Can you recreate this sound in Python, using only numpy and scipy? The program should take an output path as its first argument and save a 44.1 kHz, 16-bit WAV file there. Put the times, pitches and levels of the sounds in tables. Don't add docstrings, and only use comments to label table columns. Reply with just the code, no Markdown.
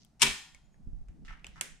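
import sys
import numpy as np
from scipy import signal
from scipy.fft import rfft, irfft, next_fast_len
from scipy.io import wavfile
from scipy.ndimage import map_coordinates

SR = 44100
rng = np.random.default_rng(int(sys.argv[2]) if len(sys.argv) > 2 else 0)


def transcribe(signal):
    frames = np.atleast_2d(signal).T
    limited = np.clip(frames, -1, 1)
    pcm = np.round(limited * 32767).astype(np.int16)
    wavfile.write(sys.argv[1], SR, pcm)


N = 79380
T = np.arange(N) / SR

# (frequency [Hz], relative level [dB])
AIR_COLOUR = [(120, -28.5), (200, -1.5), (456, -20), (735, -11), (1040, -21), (1270, -21.5), (3370, -30.5),
              (5840, -29), (9580, -34.5), (16000, -50)]
DRONE_COLOUR = [(25, -3), (60, -0.5), (85, -12.5), (120, 1.5), (165, -1.5), (230, -12.5), (400, -25.5),
                (1200, -80)]
AIR_DB, DRONE_DB = -74, -68

# (frequency [Hz], time to fall by 60 dB [s])
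ROOM_DECAY = [(150, .3), (400, 0.3), (1000, 0.34), (1700, 0.42), (2900, .41), (5500, 0.46), (8000, 0.4),
              (12000, 0.22), (16000, .22)]
# (frequency [Hz], level [dB])
ROOM_COLOUR = [(100, -0.5), (260, 8.5), (600, -5.5), (1000, -6), (1700, 0), (3000, -3), (7000, -10),
               (10000, -5.5), (16000, -6.5)]
ROOM_DELAY_S, ROOM_ALIKE = .004, .2
EARLY_DB, EARLY_T60_S = -2, .027
ROOM_MONO_HZ = 700

# (time [s], level [dB])
RUMBLE_LEVEL = [(0.0, -78), (0.204, -76), (0.25, -53), (0.31, -45.5), (0.436, -95.5), (0.536, -63),
                (0.776, -62.5), (0.892, -43), (1.016, -42), (1.052, -54.5), (1.112, -43), (1.162, -60),
                (1.318, -45.5), (1.362, -57), (1.558, -54), (1.658, -74), (1.724, -54.5), (1.8, -69)]
# (time [s], level [dB])
SHUFFLE_LEVEL = [(0.0, -63.5), (0.184, -89), (0.22, -46.5), (0.254, -52), (0.41, -75), (0.772, -68),
                 (0.806, -57.5), (0.846, -68), (0.872, -53), (1.076, -69), (1.128, -55.5), (1.252, -51.5),
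                 (1.272, -64), (1.554, -63.5), (1.654, -58.5), (1.8, -72.5)]
# (time [s], level [dB])
BUMPS = [(.872, -43.5), (0.931, -46.5), (1.095, -50.5), (1.296, -51), (1.49, -54.5)]
# (frequency [Hz], relative level [dB])
RUMBLE_COLOUR = [(15, -7.5), (30, 1.5), (60, -7), (95, -22), (160, -32.5), (500, -91)]
SHUFFLE_COLOUR = [(50, -29), (105, -19), (160, 4.5), (205, -0.5), (290, -10.5), (420, -19), (900, -43),
                  (2500, -78.5)]
BUMP_COLOUR = [(25, 16), (90, 13), (250, -3), (700, -40), (2000, -63)]
RUMBLE_GAIN_DB, SHUFFLE_GAIN_DB, RUMBLE_PAN_DB = 1, -1, -4.5
BUMP_STRENGTH = np.sqrt(.019 * SR)

# (time [s], frequency [Hz], level [dB])
SQUEAK = [(.62, 6600, -101), (.655, 6950, -78), (.69, 7050, -98), (.735, 6650, -78), (.775, 6595, -90),
          (.82, 6720, -87), (.86, 6780, -109)]

# (time [s], level [dB], length [s], time to fall by 60 dB [s],
#                   centre [Hz], distance from the centre to the -6 dB point [octaves])
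RUBS = [(0, -68, .03, .2, 5100, 0.56), (1.2496, -56.5, 0.0065, 0.16, 3056, 2.1),
        (1.28, -50, 0.013, 0.28, 1900, 0.66), (1.294, -58.5, 0.02, 0.38, 1070, 0.51),
        (1.558, -53.5, 0.023, 0.2, 1220, 0.58), (1.44, -71, 0.15, 0.19, 3050, 1.13)]
# (frequency [Hz], width [Hz], level [dB])
SHELL = [(1320, 30, 16.5), (1780, 40, 12), (2041, 70, 12.5), (2890, 80, 9.5), (5700, 460, 0)]
RUB_GRAIN_DB, RUB_ROOM_DB = -6, -4
RUB_SKIRT_DB, RUB_TOP_HZ = -18.5, 8200

# (time [s], level [dB], left minus right [dB], ring frequency [Hz],
#     ring level before doubling [dB], ring time to fall by 60 dB [s], tilt [dB per octave], room level [dB])
TICKS = [(0.048, -58.5, 13, 3200, -8.5, 0.015, 9, -6.5), (0.547, -50, 1.5, 2200, -8, 0.062, -0.5, -7),
         (0.743, -64, 0, 1780, 0, 0.013, -7.5, -4), (1.085, -62.5, -1, 1300, -15, .012, -3, 5),
         (1.4445, -45, -1.5, 2600, 12, 0.0063, -4.5, -0.5), (1.4674, -44.5, -1, 3055, 2, 0.013, -1, -2),
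         (1.6109, -24, -4.5, 2740, -15, 0.014, 1.5, -1.5)]
# (frequency [Hz], relative level [dB])
TICK_COLOUR = [(120, -32), (200, -9), (1000, -7), (2000, -2), (2900, -2), (4400, -9), (6000, -1.5),
               (7400, 1.5), (10000, -7.5), (13600, -19.5), (15500, -25)]
TICK_HOLD_S, TICK_T60_S, TICK_ALIKE = .0014, .0042, .13
TICK_ROOM_TILT_DB = -1.25

# (frequency [Hz], level [dB], time to fall by 60 dB [s])
PLATE = [(395, -34.5, .29), (553, -49, 0.23), (959, -36, .27), (1470, -40.5, .35), (1826, -40, 0.54),
         (2303, -27.5, 0.3), (2291, -36, .35), (2614, -32, .3), (2944, -45, 0.14), (3200, -39.5, 0.56),
         (3350, -35.5, .27), (5104, -37, .33), (6233, -40.5, .33), (8310, -37, 0.38)]
# (frequency [Hz], level [dB], time to fall by 60 dB [s])
FRAME = [(52, -43, .45), (142.2, -31.5, 0.2), (226.2, -33, 0.26), (272, -41, .3)]
# (frequency [Hz], typical level of each [dB])
SHIMMER = [(750, -59), (1500, -57.5), (2500, -49.5), (4000, -50), (6500, -48), (9000, -51), (12000, -56.5),
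           (15000, -67)]
RELEASE_S = .219
PLATE_RISE_S, FRAME_RISE_S, FRAME_LAG_S = .0088, .014, .0065
SHIMMER_T60_S, SHIMMER_FALL = .55, .15
SHIMMER_SCATTER_DB, SHIMMER_PAN_DB = 1, 3

# (time [s], starting level [dB], hold time [s],
#     growth during the hold [dB], time to fall by 60 dB [s], treble tilt [dB per octave])
CRACKS = [(0.1958, -55.5, .009, 6, .02, -0.5), (.208, -41.5, .010, 4.5, .012, -1),
          (0.2187, -15.5, .0012, 1.5, 0.0073, 3), (0.2189, -17.5, .0135, 0, .018, 0),
          (0.264, -31.5, 0.0071, 2, .015, -3)]
# (frequency [Hz], relative level [dB])
CRACK_COLOUR = [(180, -55), (300, -12), (562, -31), (922, -6), (1540, -14.5), (2560, -1), (3230, -2),
                (3630, -6.5), (4490, -7), (4800, -12.5), (5210, -2.5), (7620, -11.5), (8560, -8.5),
                (12300, -27.5), (15500, -46.5)]
# (frequency [Hz], left minus right [dB])
CRACK_BALANCE = [(300, 1.5), (600, -0.5), (1000, 6), (2000, 4), (2800, 1), (4500, 9.5), (8000, 8.5),
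                 (13000, 16)]
CRACK_ALIKE, CRACK_ROOM_DB = .45, -1.5

LIMIT, TOP_HZ = .55, 16300


def amp(db):
    return 10 ** (np.asarray(db) / 20)


def unit(x):
    return x / np.sqrt(np.mean(x ** 2) + 1e-20)


def along(points, hz):
    f, v = np.transpose(points)
    return np.interp(np.log(hz + 1), np.log(f + 1), v)


def curves(rows):
    s, *columns = np.transpose(rows)
    return [np.interp(T, s, column) for column in columns]


def pan(db):
    return amp(np.array([[db], [-db]]) / 2)


def noise(alike):
    a, b = rng.standard_normal((2, N))
    angle = np.arccos(np.clip(alike, -1, 1)) / 2
    shared, apart = np.cos(angle) * a, np.sin(angle) * b
    return np.array([shared + apart, shared - apart])


def impulse(s):
    return signal.unit_impulse(N, int(np.clip(s * SR, 0, N - 1)))


def colour(x, points, tilt_db=0):
    m = 2 * next_fast_len(N)
    hz = np.fft.rfftfreq(m, 1 / SR)
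    gain = unit(amp(along(points, hz) + tilt_db * np.log2(np.maximum(hz, 700))))
    cepstrum = irfft(np.log(gain + 1e-6))
    cepstrum[1:m // 2] *= 2
    cepstrum[m // 2 + 1:] = 0
    return irfft(rfft(x, m) * np.exp(rfft(cepstrum)))[..., :N]


def burst(s, hold_s, t60):
    return (T >= s) * amp(-60 * np.maximum(T - s - hold_s, 0) / t60)


def grain(depth_db, rate):
    wander = map_coordinates(rng.standard_normal(N), [T * rate])
    return unit(amp(depth_db * wander))


def ring(s, hz, t60, rise_s):
    t = np.maximum(T - s, 0)
    phase = rng.uniform(0, 2 * np.pi) + rng.normal(0, .25, (2, 1))
    return np.sin(2 * np.pi * hz * t + phase) * burst(s, 0, t60) * (1 - np.exp(-t / rise_s))


def air():
    quiet_air = amp(AIR_DB) * colour(noise(.5), AIR_COLOUR)
    drone = amp(DRONE_DB) * colour(noise(.8), DRONE_COLOUR)
    return quiet_air + drone


def fade(t, t60):
    power = amp(-120 * t / t60)
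    return power / power.sum(-1, keepdims=True)


def room(x):
    hz, t, z = signal.stft(x, SR, nperseg=128)
    power = np.mean(np.abs(z) ** 2, axis=0)
    answer = fade(t, along(ROOM_DECAY, hz)[:, None]) + amp(EARLY_DB) ** 2 * fade(t, EARLY_T60_S)
    level = np.sqrt(np.abs(signal.fftconvolve(power, answer, axes=1)[:, :len(t)]))
    haze = signal.stft(noise(ROOM_ALIKE), SR, nperseg=128)[2]
    haze /= np.sqrt(np.mean(np.abs(haze) ** 2))
    haze = haze * level * amp(along(ROOM_COLOUR, hz))[:, None]
    tail = signal.istft(haze, SR, nperseg=128)[1]
    low_pass = signal.butter(1, ROOM_MONO_HZ, fs=SR, output="sos")
    bass_side = signal.sosfilt(low_pass, tail[0] - tail[1]) / 2
    tail = tail - [bass_side, -bass_side]
    return np.pad(tail, ((0, 0), (int(ROOM_DELAY_S * SR), 0)))[:, :N]


def handling():
    rumble_gain = amp(curves(RUMBLE_LEVEL)[0] + RUMBLE_GAIN_DB)
    rumble = rumble_gain * unit(colour(noise(.2), RUMBLE_COLOUR))
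    shuffle_gain = amp(curves(SHUFFLE_LEVEL)[0] + SHUFFLE_GAIN_DB)
    shuffle = shuffle_gain * unit(colour(noise(.23), SHUFFLE_COLOUR))
    knocks = sum(amp(db) * impulse(s) for s, db in BUMPS)
    bumps = BUMP_STRENGTH * colour(knocks, BUMP_COLOUR)
    return (rumble + bumps) * pan(RUMBLE_PAN_DB) + shuffle


def squeak():
    hz, db = curves(SQUEAK)
    sounding = (T > SQUEAK[0][0]) & (T < SQUEAK[-1][0])
    tone = np.sin(2 * np.pi * np.cumsum(hz) / SR)
    return sounding * amp(db) * grain(2, rate=69) * tone


def rubs():
    out = np.zeros((2, N))
    hz = np.geomspace(50, 18000, 900)
    shell = 1 + sum(amp(db) / (1 + (2 * (hz - f) / width) ** 2) for f, width, db in SHELL) / 2
    treble_cut = 1 + (hz / RUB_TOP_HZ) ** 6
    for s, db, length, t60, centre, width in RUBS:
        octaves = np.log2(hz / centre)
        band = (amp(-6 * (octaves / width) ** 2) + amp(RUB_SKIRT_DB)) / treble_cut
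        slips = burst(s, length, t60) * noise(.2) * grain(RUB_GRAIN_DB, rate=1200)
        tone = np.column_stack([hz, 20 * np.log10(band * shell)])
        out += amp(db) * colour(slips, tone)
    return out + amp(RUB_ROOM_DB) * room(out)


def ticks():
    out = np.zeros((2, N))
    for s, db, pan_db, hz, ring_db, t60, tilt, room_db in TICKS:
        contact = burst(s, TICK_HOLD_S, TICK_T60_S)
        snap = colour(contact * noise(TICK_ALIKE), TICK_COLOUR, tilt)
        body = 2 * amp(ring_db) * ring(s, hz, t60, rise_s=.0003)
        click = colour(np.linalg.norm(contact) * impulse(s), TICK_COLOUR, tilt + TICK_ROOM_TILT_DB)
        echo = amp(room_db) * room(click + body / 2)
        out += amp(db) * ((snap + body) * pan(pan_db) + echo)
    return out


def shimmer(count=220):
    t = T[:int(.8 * SR)]
    cloud = np.zeros((2, len(t)))
    lowest, highest = SHIMMER[0][0], SHIMMER[-1][0]
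    for size, turn, lag in rng.standard_normal((count, 3)):
        hz = lowest + (highest - lowest) * rng.uniform() ** 1.4
        t60 = SHIMMER_T60_S * (3000 / hz) ** SHIMMER_FALL
        gain = amp(along(SHIMMER, hz) + SHIMMER_SCATTER_DB * size)
        phase = np.pi * turn + np.array([[lag], [-lag]]) * hz / 8000
        cloud += gain * amp(-60 * t / t60) * np.sin(2 * np.pi * hz * t + phase)
    cloud *= 1 - np.exp(-t / PLATE_RISE_S)
    start = int(RELEASE_S * SR)
    return np.pad(cloud, ((0, 0), (start, N)))[:, :N] * pan(SHIMMER_PAN_DB)


def bed():
    plate = sum(amp(db) * ring(RELEASE_S, hz, t60, PLATE_RISE_S) for hz, db, t60 in PLATE)
    frame_start = RELEASE_S + FRAME_LAG_S
    frame = sum(amp(db) * ring(frame_start, hz, t60, FRAME_RISE_S) for hz, db, t60 in FRAME)
    return plate + shimmer() + frame


def cracks():
    bursts = np.zeros((2, N))
    for s, db, hold, growth_db, t60, tilt in CRACKS:
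        growth = growth_db * np.clip((T - s) / hold, 0, 1)
        strength = amp(db + growth) * burst(s, hold, t60)
        bursts += colour(strength * noise(CRACK_ALIKE), CRACK_COLOUR, tilt)
    lean = along(CRACK_BALANCE, np.fft.rfftfreq(N, 1 / SR)) / 2
    direct = irfft(rfft(bursts) * amp([lean, -lean]), N)
    return direct + amp(CRACK_ROOM_DB) * room(direct)


def scene():
    return air() + handling() + squeak() + rubs() + ticks() + bed() + cracks()


def record(dry):
    m = 2 * next_fast_len(N)
    hz = np.fft.rfftfreq(m, 1 / SR)
    rounded = dry / (1 + (dry / LIMIT) ** 6) ** (1 / 6)
    band = np.clip((TOP_HZ - hz) / 600, 0, 1)
    return irfft(rfft(rounded, m) * band, m)[:, :N]


dry = scene()
out = record(dry)
transcribe(out)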